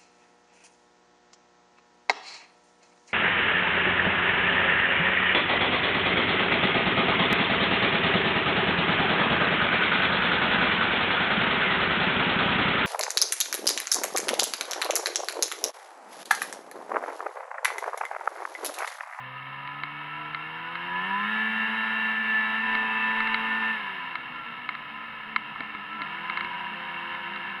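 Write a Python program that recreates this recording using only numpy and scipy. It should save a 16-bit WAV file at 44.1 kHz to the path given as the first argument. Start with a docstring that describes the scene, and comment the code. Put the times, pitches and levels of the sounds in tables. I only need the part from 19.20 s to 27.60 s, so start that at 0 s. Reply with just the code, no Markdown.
"""Snowy trail, from the seat of a two-stroke twin snowmobile: it pulls away, cruises, coasts, picks up again.
Crank harmonics and pulsing noise ring through the hood; a sine at the firing rate is the exhaust boom.
A sine fan whine, track hum, rumble and ticks, snow hiss and wind noise follow engine or ground speed.
Trail bumps strike decaying panel modes and thump the suspension."""
import sys
import numpy as np
from scipy import signal
from scipy.fft import rfft, irfft
from scipy.io import wavfile
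from scipy.ndimage import uniform_filter1d, map_coordinates

SR = 44100
rng = np.random.default_rng(int(sys.argv[2]) if len(sys.argv) > 2 else 0)


def dump(signal):
    """Clip the signal to [-1, 1] and save it as 16-bit WAV at the path in sys.argv[1]."""
    limited = np.clip(np.atleast_2d(signal).T, -1, 1)
    pcm = np.round(limited * 32767).astype(np.int16)
    wavfile.write(sys.argv[1], SR, pcm)


N = 370440
TIME = np.arange(N) / SR
FREQS = np.maximum(np.arange(N // 2 + 1) * SR / N, 1)


def undb(db):
    """Decibels to gain."""
    return 10 ** (np.asarray(db) / 20)


def unit(x):
    """Scale to rms 1."""
    return x / np.sqrt(np.mean(x ** 2))


def curves(table):
    """Each column of a timed table, sample by sample."""
    s, *columns = np.transpose(table)
    return [np.interp(TIME, s, c) for c in columns]


def walk(rate_hz):
    """Smooth random curve, rms 1, that changes about rate_hz times a second."""
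    coarse_s = TIME[::64]
    knots = rng.standard_normal(4096)
    curve = map_coordinates(knots, [coarse_s * rate_hz], order=3, mode="wrap")
    return np.interp(TIME, coarse_s, unit(curve))


def slope_db(points, hz):
    """Read a spectrum on a log-frequency axis."""
    at_hz, db = np.transpose(points)
    return np.interp(np.log(hz), np.log(at_hz), db)


def resonances_db(table, at_hz=FREQS):
    """Bell-shaped peaks and hollows over frequency."""
    return sum(db * np.exp(-np.log(16) * ((at_hz - hz) / width_hz) ** 2) for hz, width_hz, db in table)


def bells(events, heights):
    """Sum of bell-shaped rises and falls in time, one per (centre, level, length) event."""
    return sum(h * np.exp(-((TIME - s) / length_s) ** 2) for (s, _, length_s), h in zip(events, heights))


def swells(table):
    """A bell-shaped rise and fall of gain for each event."""
    return bells(table, [undb(db) for _, db, _ in table])


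def colour(x, gain_db):
    """Filter by a gain for each frequency; rms 1."""
    return unit(irfft(rfft(x) * undb(gain_db), N))


def noise(gain_db):
    """White noise filtered by a gain for each frequency; rms 1."""
    return colour(rng.standard_normal(N), gain_db)


# crank harmonics: shaft_multiple, low_revs_db, full_revs_low_gear_db, full_revs_high_gear_db (relative)
CRANK_ORDERS = [(1, -4, -35.5, -29.5), (3, -7.5, -23, -22), (4, -1.5, -11.5, -12), (5, -23, -36.5, -24),
                (6, -14, -12.5, -28), (7, -30, -18, -16.5), (8, -12, -9.5, -8), (9, -11.5, -33, -20.5),
                (10, -12.5, -18, -17), (11, -12, -25.5, -17), (12, -15.5, -18.5, -34),
                (13, -18.5, -12, -14.5), (14, -18, -23, -17.5), (15, -16.5, -15, -18.5),
                (16, -16.5, -10, -10.5), (17, -19.5, -17.5, -24), (18, -19, -15, -17),
                (19, -14, -21.5, -22), (20, -19.5, -30, -24.5), (21, -32, -14, -19.5),
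                (22, -20, -24, -12.5), (23, -31.5, -24, -22), (24, -20.5, -22, -11.5),
                (25, -30, -17.5, -19.5), (26, -23, -22, -33), (27, -20.5, -24.5, -33.5),
                (28, -17, -18.5, -21), (29, -30, -31.5, -27), (30, -19, -25.5, -20.5),
                (31, -29, -18.5, -24), (32, -14.5, -23, -22.5), (33, -27.5, -18.5, -22.5),
                (34, -29, -27, -18.5), (35, -15, -14, -16.5)]
# exhaust pipe and airbox, harmonics only: centre_hz, width_hz, gain_db
PIPE_RESONANCES = [(325, 63, 3.5), (395, 52, 1.5), (469, 39, 4.5), (518, 131, 11), (610, 110, -2.5),
                   (700, 370, -3.5), (984, 60, 6.5), (1258, 23, 7.5), (2780, 170, 0)]
# belt drive reaches high gear
UPSHIFT_S, UPSHIFT_LENGTH_S = 3.35, 0.084


def engine(shaft_hz, turn_rad, shut, hood, part_hz=93, full_hz=107, drift_db=1.5, stumble_db=2.0):
    """One smeared pulse a turn: harmonics sweep through resonances, their pattern set by revs and gear."""
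    flutter_db, flutter_hz, drift_hz, smear_rad = 1.5, 12, 3, .15
    revved = np.clip((shaft_hz - part_hz) / (full_hz - part_hz), 0, 1)
    gear = np.clip((TIME - UPSHIFT_S) / UPSHIFT_LENGTH_S, 0, 1)
    response_db = hood + resonances_db(PIPE_RESONANCES)
    # harmonics waver more with the throttle shut
    waver_depth_db = flutter_db + stumble_db * shut ** 2
    out = 0
    for multiple, part_db, low_db, high_db in CRANK_ORDERS:
        k = round(multiple)
        full_db = low_db + gear * (high_db - low_db)
        level_db = part_db + revved * (full_db - part_db) + np.interp(k * shaft_hz, FREQS, response_db)
        waver_db = waver_depth_db * walk(flutter_hz) + drift_db * walk(drift_hz)
        # higher harmonics leave later, spreading the pulse over the turn
        out = out + undb(level_db + waver_db) * np.sin(k * turn_rad - smear_rad * k ** 2)
    return np.sqrt(2) * out


def exhaust(turn_rad, flutter_db=0.4):
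    """Two firings a turn; the silencer leaves their fundamental as a smooth boom."""
    return np.sqrt(2) * np.sin(2 * turn_rad) * undb(flutter_db * walk(20))


def burble(turn_rad, shut, burble_db=-60, scatter_db=5, pipe_hz=190, pipe_width_hz=140):
    """As the throttle shuts, uneven firings pop in the silencer, a band-pass."""
    fires = np.diff((turn_rad / np.pi).astype(int), prepend=0)
    pops = fires * undb(scatter_db * np.clip(rng.standard_normal(N), -2, 2))
    low_hz = pipe_hz / (1 + pipe_width_hz / pipe_hz / 2)
    high_hz = pipe_hz + pipe_width_hz / 2
    silencer = signal.butter(2, [low_hz, high_hz], "bandpass", fs=SR, output="sos")
    return undb(burble_db) * shut ** 2 * unit(signal.sosfilt(silencer, pops))


def rattle(turn_rad, hood, scatter_db=0.6, tilt_db_per_octave=1, rattle_db=1.0):
    """Piston slap, clutch rattle: noise swells gently at two firings a turn, one stronger, sizes vary slightly."""
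    turn_depth, firing_depth = .15, .18
    half_turn = (turn_rad / np.pi).astype(int)
    size_db = scatter_db * rng.standard_normal(4096)[half_turn]
    gate = np.exp(turn_depth * np.cos(turn_rad) + firing_depth * np.cos(2 * turn_rad)) * undb(size_db)
    tilt_db = tilt_db_per_octave * np.log2(FREQS / 1500)
    return undb(rattle_db) * colour(gate * rng.standard_normal(N), hood + tilt_db)


# broad colour of sound leaving the hood: freq_hz, gain_db
HOOD_COLOUR = [(30, -37.5), (70, -33), (110, -26), (170, -14.5), (260, -16.5), (450, -17.5), (800, -4),
               (1500, -3), (2900, -2), (3800, -13), (4500, -30.5), (5300, -31.5), (6000, -58)]
# hood and windscreen resonances and hollows: centre_hz, width_hz, gain_db
HOOD_RESONANCES = [(612, 60, -15), (1007, 110, 11.5), (1312, 162, 7), (1753, 205, 11), (1853, 42, -8),
                   (2180, 200, 6.5), (2400, 144, -10), (2743, 143, 7.5), (3420, 230, -9.5)]


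def hood_db():
    """Hood response: broad colour plus resonances, with the high treble held in."""
    treble_loss_db = 20 * np.log10(1 + (FREQS / 6500) ** 8)
    return slope_db(HOOD_COLOUR, FREQS) + resonances_db(HOOD_RESONANCES) - treble_loss_db


# fan duct resonances and hollows: centre_hz, width_hz, gain_db
DUCT_RESONANCES = [(1150, 96, -8.5), (1270, 35, 4), (1347.4, 48, 9.5), (1750, 90, 14.5)]
FAN_DB = -49.5  # before duct gain


def fan(shaft_hz, turn_rad, flutter_db=2, slip_rad=0.27):
    """Belt-driven cooling fan: whines between two crank harmonics, flares as it crosses a duct resonance."""
    blades_per_turn = 17.56  # per crank turn
    level_db = FAN_DB + resonances_db(DUCT_RESONANCES, blades_per_turn * shaft_hz)
    phase_rad = blades_per_turn * turn_rad + slip_rad * walk(30)
    return np.sqrt(2) * undb(level_db + flutter_db * walk(25)) * np.sin(phase_rad)


# track on packed snow: freq_hz, gain_db
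RUMBLE_COLOUR = [(25, -19.5), (55, -11.5), (90, -5.5), (150, 4), (210, 3.5), (330, -6), (540, -1.5),
                 (700, -3.5), (1500, -43.5)]
# tunnel over the track: centre_hz, width_hz, gain_db
TUNNEL_RESONANCES = [(203, 55, 3.5)]
HUM_DB, HUM_DB_PER_OCTAVE = -59.5, 9  # at cruise before resonance gain; per doubling of ground speed


def track(lug_hz, pace_oct, flutter_db=3, second_db=-12, wobble=.02, rumble_db=-57, speed_power=0.49):
    """Lugs strike drive wheel and snow: hum pitch and level, and rumble level, follow ground speed."""
    body_db = slope_db(RUMBLE_COLOUR, lug_hz) + resonances_db(TUNNEL_RESONANCES, lug_hz)
    level_db = HUM_DB + HUM_DB_PER_OCTAVE * pace_oct + body_db
    phase_rad = 2 * np.pi * np.cumsum(lug_hz * (1 + wobble * walk(25))) / SR
    tones = np.sin(phase_rad) + undb(second_db) * np.sin(2 * phase_rad)
    hum = np.sqrt(2) * undb(level_db + flutter_db * walk(17)) * tones
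    rumble = noise(slope_db(RUMBLE_COLOUR, FREQS))
    return hum + undb(rumble_db) * (lug_hz / lug_hz.mean()) ** speed_power * rumble


def clatter(hood, rate_hz=900, spread_db=1.5, tilt_db_per_octave=-1, clatter_db=-2):
    """Track clips and ice crumbs tick against the tunnel: random impulses through the hood."""
    hits = (rng.random(N) < rate_hz / SR) * rng.choice([-1, 1], N)
    ticks = hits * undb(spread_db * np.minimum(rng.exponential(size=N), 4))
    tilt_db = tilt_db_per_octave * np.log2(FREQS / 1500)
    return undb(clatter_db) * colour(ticks, hood + tilt_db)


# skis and suspension: start_s, level_db (before knock_db), hardness_db_per_octave, thud_db (relative)
SKI_KNOCKS = [(0.4747, -28, 2.5, -28), (0.635, -19, 2.5, -32), (1.1466, -19.5, 4, -44),
              (1.5541, -22, 0, -35), (3.5514, -18, 2.5, -24), (4.004, -17.5, -0.5, -27),
              (4.073, -20, 1, -25), (4.144, -13, 6, -40), (4.9544, -19, 1, -35), (5.49, -17, 0, -41),
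              (5.5509, -25, 0, -27), (6.1613, -10.5, 0, -45), (6.3589, -25.5, -13, -26),
              (6.4057, -22.5, 2, -13), (6.5489, -27.5, -4, -14), (6.8182, -21.5, 6.5, -27),
              (7.098, -18, 0.5, -26), (7.1729, -19, 3, -28), (7.208, -19.5, 1.5, -18),
              (7.2466, -25.5, 0, -13), (7.9485, -28.5, 0.5, -24), (8.1602, -24, 2.5, -29)]
# panel modes: pitch_hz (before detune), t60_s, level_db (before hardness tilt)
PANEL_MODES = [(1047, 0.029, -6), (1254, 0.0098, 0.5), (1570, 0.01, -1.5), (2120, 0.018, -1.5),
               (2820, 0.0069, -8), (3065, 0.01, -11), (3970, 0.012, -16), (4560, 0.01, -24.5)]


def knocks(echo_s=0.002266, echo=0.71, echo_top_hz=3200, knock_db=2.5, thud_hz=270, thud_t60_s=0.018):
    """Each knock rings panel modes over a dull chassis thud; the windscreen echoes the ring, duller."""
    out, t = np.zeros(N + SR), TIME[:SR // 10]
    hz, t60_s, mode_db = np.transpose(PANEL_MODES)[:, :, None]
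    sign = (-1) ** np.arange(len(PANEL_MODES))[:, None]
    late = np.maximum(t - echo_s, 0)
    echo_gain = echo / (1 + (hz / echo_top_hz) ** 4)
    thud_tone = np.sin(2 * np.pi * thud_hz * t) * np.exp(-np.log(1000) * t / thud_t60_s)
    for start_s, level_db, hard_db, thud_db in SKI_KNOCKS:
        detune = 1 + .012 * rng.standard_normal(hz.shape)
        pole = 2j * np.pi * hz * detune - np.log(1000) / t60_s
        modes = np.exp(pole * t).imag + echo_gain * np.exp(pole * late).imag
        ring = np.sum(sign * undb(mode_db + hard_db * np.log2(hz / 2000)) * modes, axis=0)
        knock = ring / np.abs(ring).max() + undb(thud_db) * thud_tone
        start = int(start_s * SR)
        out[start:start + len(t)] += undb(level_db + knock_db) * knock
    # plastic and rubber contacts are too soft for high treble
    return signal.sosfilt(signal.butter(8, 4700, fs=SR, output="sos"), out[:N])


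# chassis bottoms in a dip: centre_s, level_db, length_s
TRAIL_DIPS = [(.635, -47, 0.015), (3.56, -46.5, 0.051), (3.64, -48.5, 0.034), (4.07, -53, .03),
              (6.41, -36.5, 0.0072), (6.817, -46, 0.024)]
# colour of that thump: freq_hz, gain_db
THUMP_COLOUR = [(25, -12), (80, -23.5), (160, -8.5), (270, 4.5), (450, -15), (750, 1.5), (1200, -13.5),
                (3000, -67.5)]


def dips():
    """Suspension takes a dip: short thumps of coloured noise."""
    return swells(TRAIL_DIPS) * noise(slope_db(THUMP_COLOUR, FREQS))


# fine hiss of spraying snow: freq_hz, gain_db
SPRAY_COLOUR = [(4500, -29), (5200, -4.5), (6000, -13.5), (6700, 2.5), (8000, -12.5), (9400, 8),
                (11000, 7.5), (13500, 0.5), (15500, -26)]


def spray(noise_db, tones_db, spray_db=-38, spray_follow=0.54):
    """Spraying snow: treble noise whose level follows a blend of running noise and engine tones."""
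    level_db = spray_db + noise_db + spray_follow * (tones_db - noise_db)
    return undb(level_db) * noise(slope_db(SPRAY_COLOUR, FREQS))


# over the windscreen: centre_s, level_db (before buffeting), length_s
WIND_GUSTS = [(3.57, -65, .12), (4.12, -60, .15)]
WIND_DB, WIND_DB_PER_OCTAVE = -75.5, 1.5  # at cruise, before buffeting; per doubling of ground speed


def wind(pace_oct, corner_hz=38, buffet_db=3):
    """Faint low-passed buffeting grows with ground speed; gusts spill over the windscreen."""
    steady = undb(WIND_DB + WIND_DB_PER_OCTAVE * pace_oct)
    gain = (steady + swells(WIND_GUSTS)) * undb(buffet_db * walk(7))
    return gain * noise(-20 * np.log10(1 + (FREQS / corner_hz) ** 4))


# crankshaft speed: time_s, shaft_hz
SHAFT_SPEED = [(0.0, 63.25), (0.55, 72.1), (1.0, 75.96), (1.15, 75.9), (1.78, 90.6), (2.12, 108.2),
               (2.5, 110.9), (3.25, 109), (3.43, 111.2), (3.7, 110.2), (4.15, 111.4), (4.53, 111.2),
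               (4.65, 99.94), (5.0, 80.35), (5.5, 73.34), (5.85, 73), (6.0, 74.46), (6.6, 74.5),
               (6.8, 76.3), (6.95, 82.4), (7.3, 88.7), (7.75, 86.57), (8.4, 86.5)]
# rider's thumb: time_s, opening_0_to_1
THROTTLE_OPENING = [(0, 0.57), (1.55, 0.49), (2.05, 0.98), (2.35, 1), (2.7, 0.86), (4.52, 0.89),
                    (4.6, 0.53), (4.85, 0.17), (6.6, 0.17), (7.1, 0.39), (8.4, 0.29)]
# ground speed as lugs passing the drive wheel: time_s, lug_hz
TRACK_SPEED = [(0, 65.73), (1.5, 119.3), (2.3, 202.2), (4.45, 282.3), (5.1, 247.8), (6.3, 213.4),
               (8.4, 202)]
# engine note sags briefly: centre_s, depth_db, length_s
NOTE_SAGS = [(3.015, -2.5, .07), (3.417, -3.5, 0.036)]
CRUISE_SHAFT_HZ, CRUISE_LUG_HZ = 110, 240
# base gains at cruise, throttle wide open
BOOM_DB, TONES_DB, RUNNING_DB = -37.5, -27, -35.5
# change with throttle fully shut
BOOM_SHUT_DB, TONES_SHUT_DB = -28, -11
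# first two per doubling of crank speed, last per doubling of ground speed
TONES_DB_PER_OCTAVE, RUNNING_DB_PER_OCTAVE, TRAIL_DB_PER_OCTAVE = 14, 12, 0.7
# load sways with the uneven trail
SWAY_DB, SWAY_HZ = 0.3, 6
# rising revs lift running noise, falling revs weaken tones; full effect at SURGE_HZ_PER_S
STRAIN_DB, OVERRUN_DB, SURGE_HZ_PER_S = 1, -4.5, 34


def scene():
    """Sources ride along with the listener: revs, throttle and ground speed drive their levels and pitches."""
    (shaft_hz,), (throttle,), (lug_hz,) = curves(SHAFT_SPEED), curves(THROTTLE_OPENING), curves(TRACK_SPEED)
    # octaves above cruise
    revs_oct, pace_oct = np.log2(shaft_hz / CRUISE_SHAFT_HZ), np.log2(lug_hz / CRUISE_LUG_HZ)
    shut = 1 - np.clip(throttle, 0, 1)
    sway_db = SWAY_DB * walk(SWAY_HZ)
    surge = np.gradient(uniform_filter1d(shaft_hz, SR // 20)) * SR / SURGE_HZ_PER_S
    strain_db = STRAIN_DB * np.clip(surge, 0, 1)
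    overrun_db = OVERRUN_DB * np.clip(-surge, 0, 1)
    sag_db = bells(NOTE_SAGS, [db for _, db, _ in NOTE_SAGS])

    boom_db = BOOM_DB + BOOM_SHUT_DB * shut + sway_db
    tones_db = TONES_DB + TONES_DB_PER_OCTAVE * revs_oct + TONES_SHUT_DB * shut + sag_db + sway_db
    speed_db = RUNNING_DB_PER_OCTAVE * revs_oct + TRAIL_DB_PER_OCTAVE * pace_oct
    noise_db = RUNNING_DB + speed_db + strain_db + sag_db / 2 + sway_db

    # uneven combustion: crank runs slightly ahead and behind
    jitter_rad = .006 * walk(60) + .015 * walk(9)
    turn_rad = np.abs(2 * np.pi * np.cumsum(shaft_hz) / SR + jitter_rad)
    hood = hood_db()
    tones = undb(tones_db) * engine(shaft_hz, turn_rad, shut, hood)
    motor = undb(overrun_db) * (tones + fan(shaft_hz, turn_rad))
    pipe = undb(boom_db) * exhaust(turn_rad) + burble(turn_rad, shut)
    running = undb(noise_db) * (rattle(turn_rad, hood) + clatter(hood))
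    trail = track(lug_hz, pace_oct) + knocks() + dips() + spray(noise_db, tones_db)
    return (motor + pipe + running + trail + wind(pace_oct))[None]


# camera electronics: freq_hz, gain_db
HISS_COLOUR = [(3000, -13), (8000, -14), (9800, 6), (14900, 3.5), (15170, 5), (15500, -1.5)]
TOP_HZ = 15700


def record(dry, hiss_db=-83):
    """Camera electronics add faint hiss and a thin whistle; a steep low-pass cuts the top."""
    hiss = undb(hiss_db) * noise(slope_db(HISS_COLOUR, FREQS))
    whistle = undb(-87) * np.sin(2 * np.pi * 15164 * TIME)
    fade = np.clip(np.minimum(TIME, TIME[-1] - TIME) / .003, 0, 1)  # 3 ms at both ends
    top_cut = signal.ellip(10, .2, 80, TOP_HZ, fs=SR, output="sos")
    return signal.sosfilt(top_cut, fade * (dry + hiss + whistle))


dry = scene()
out = record(dry)
dump(out)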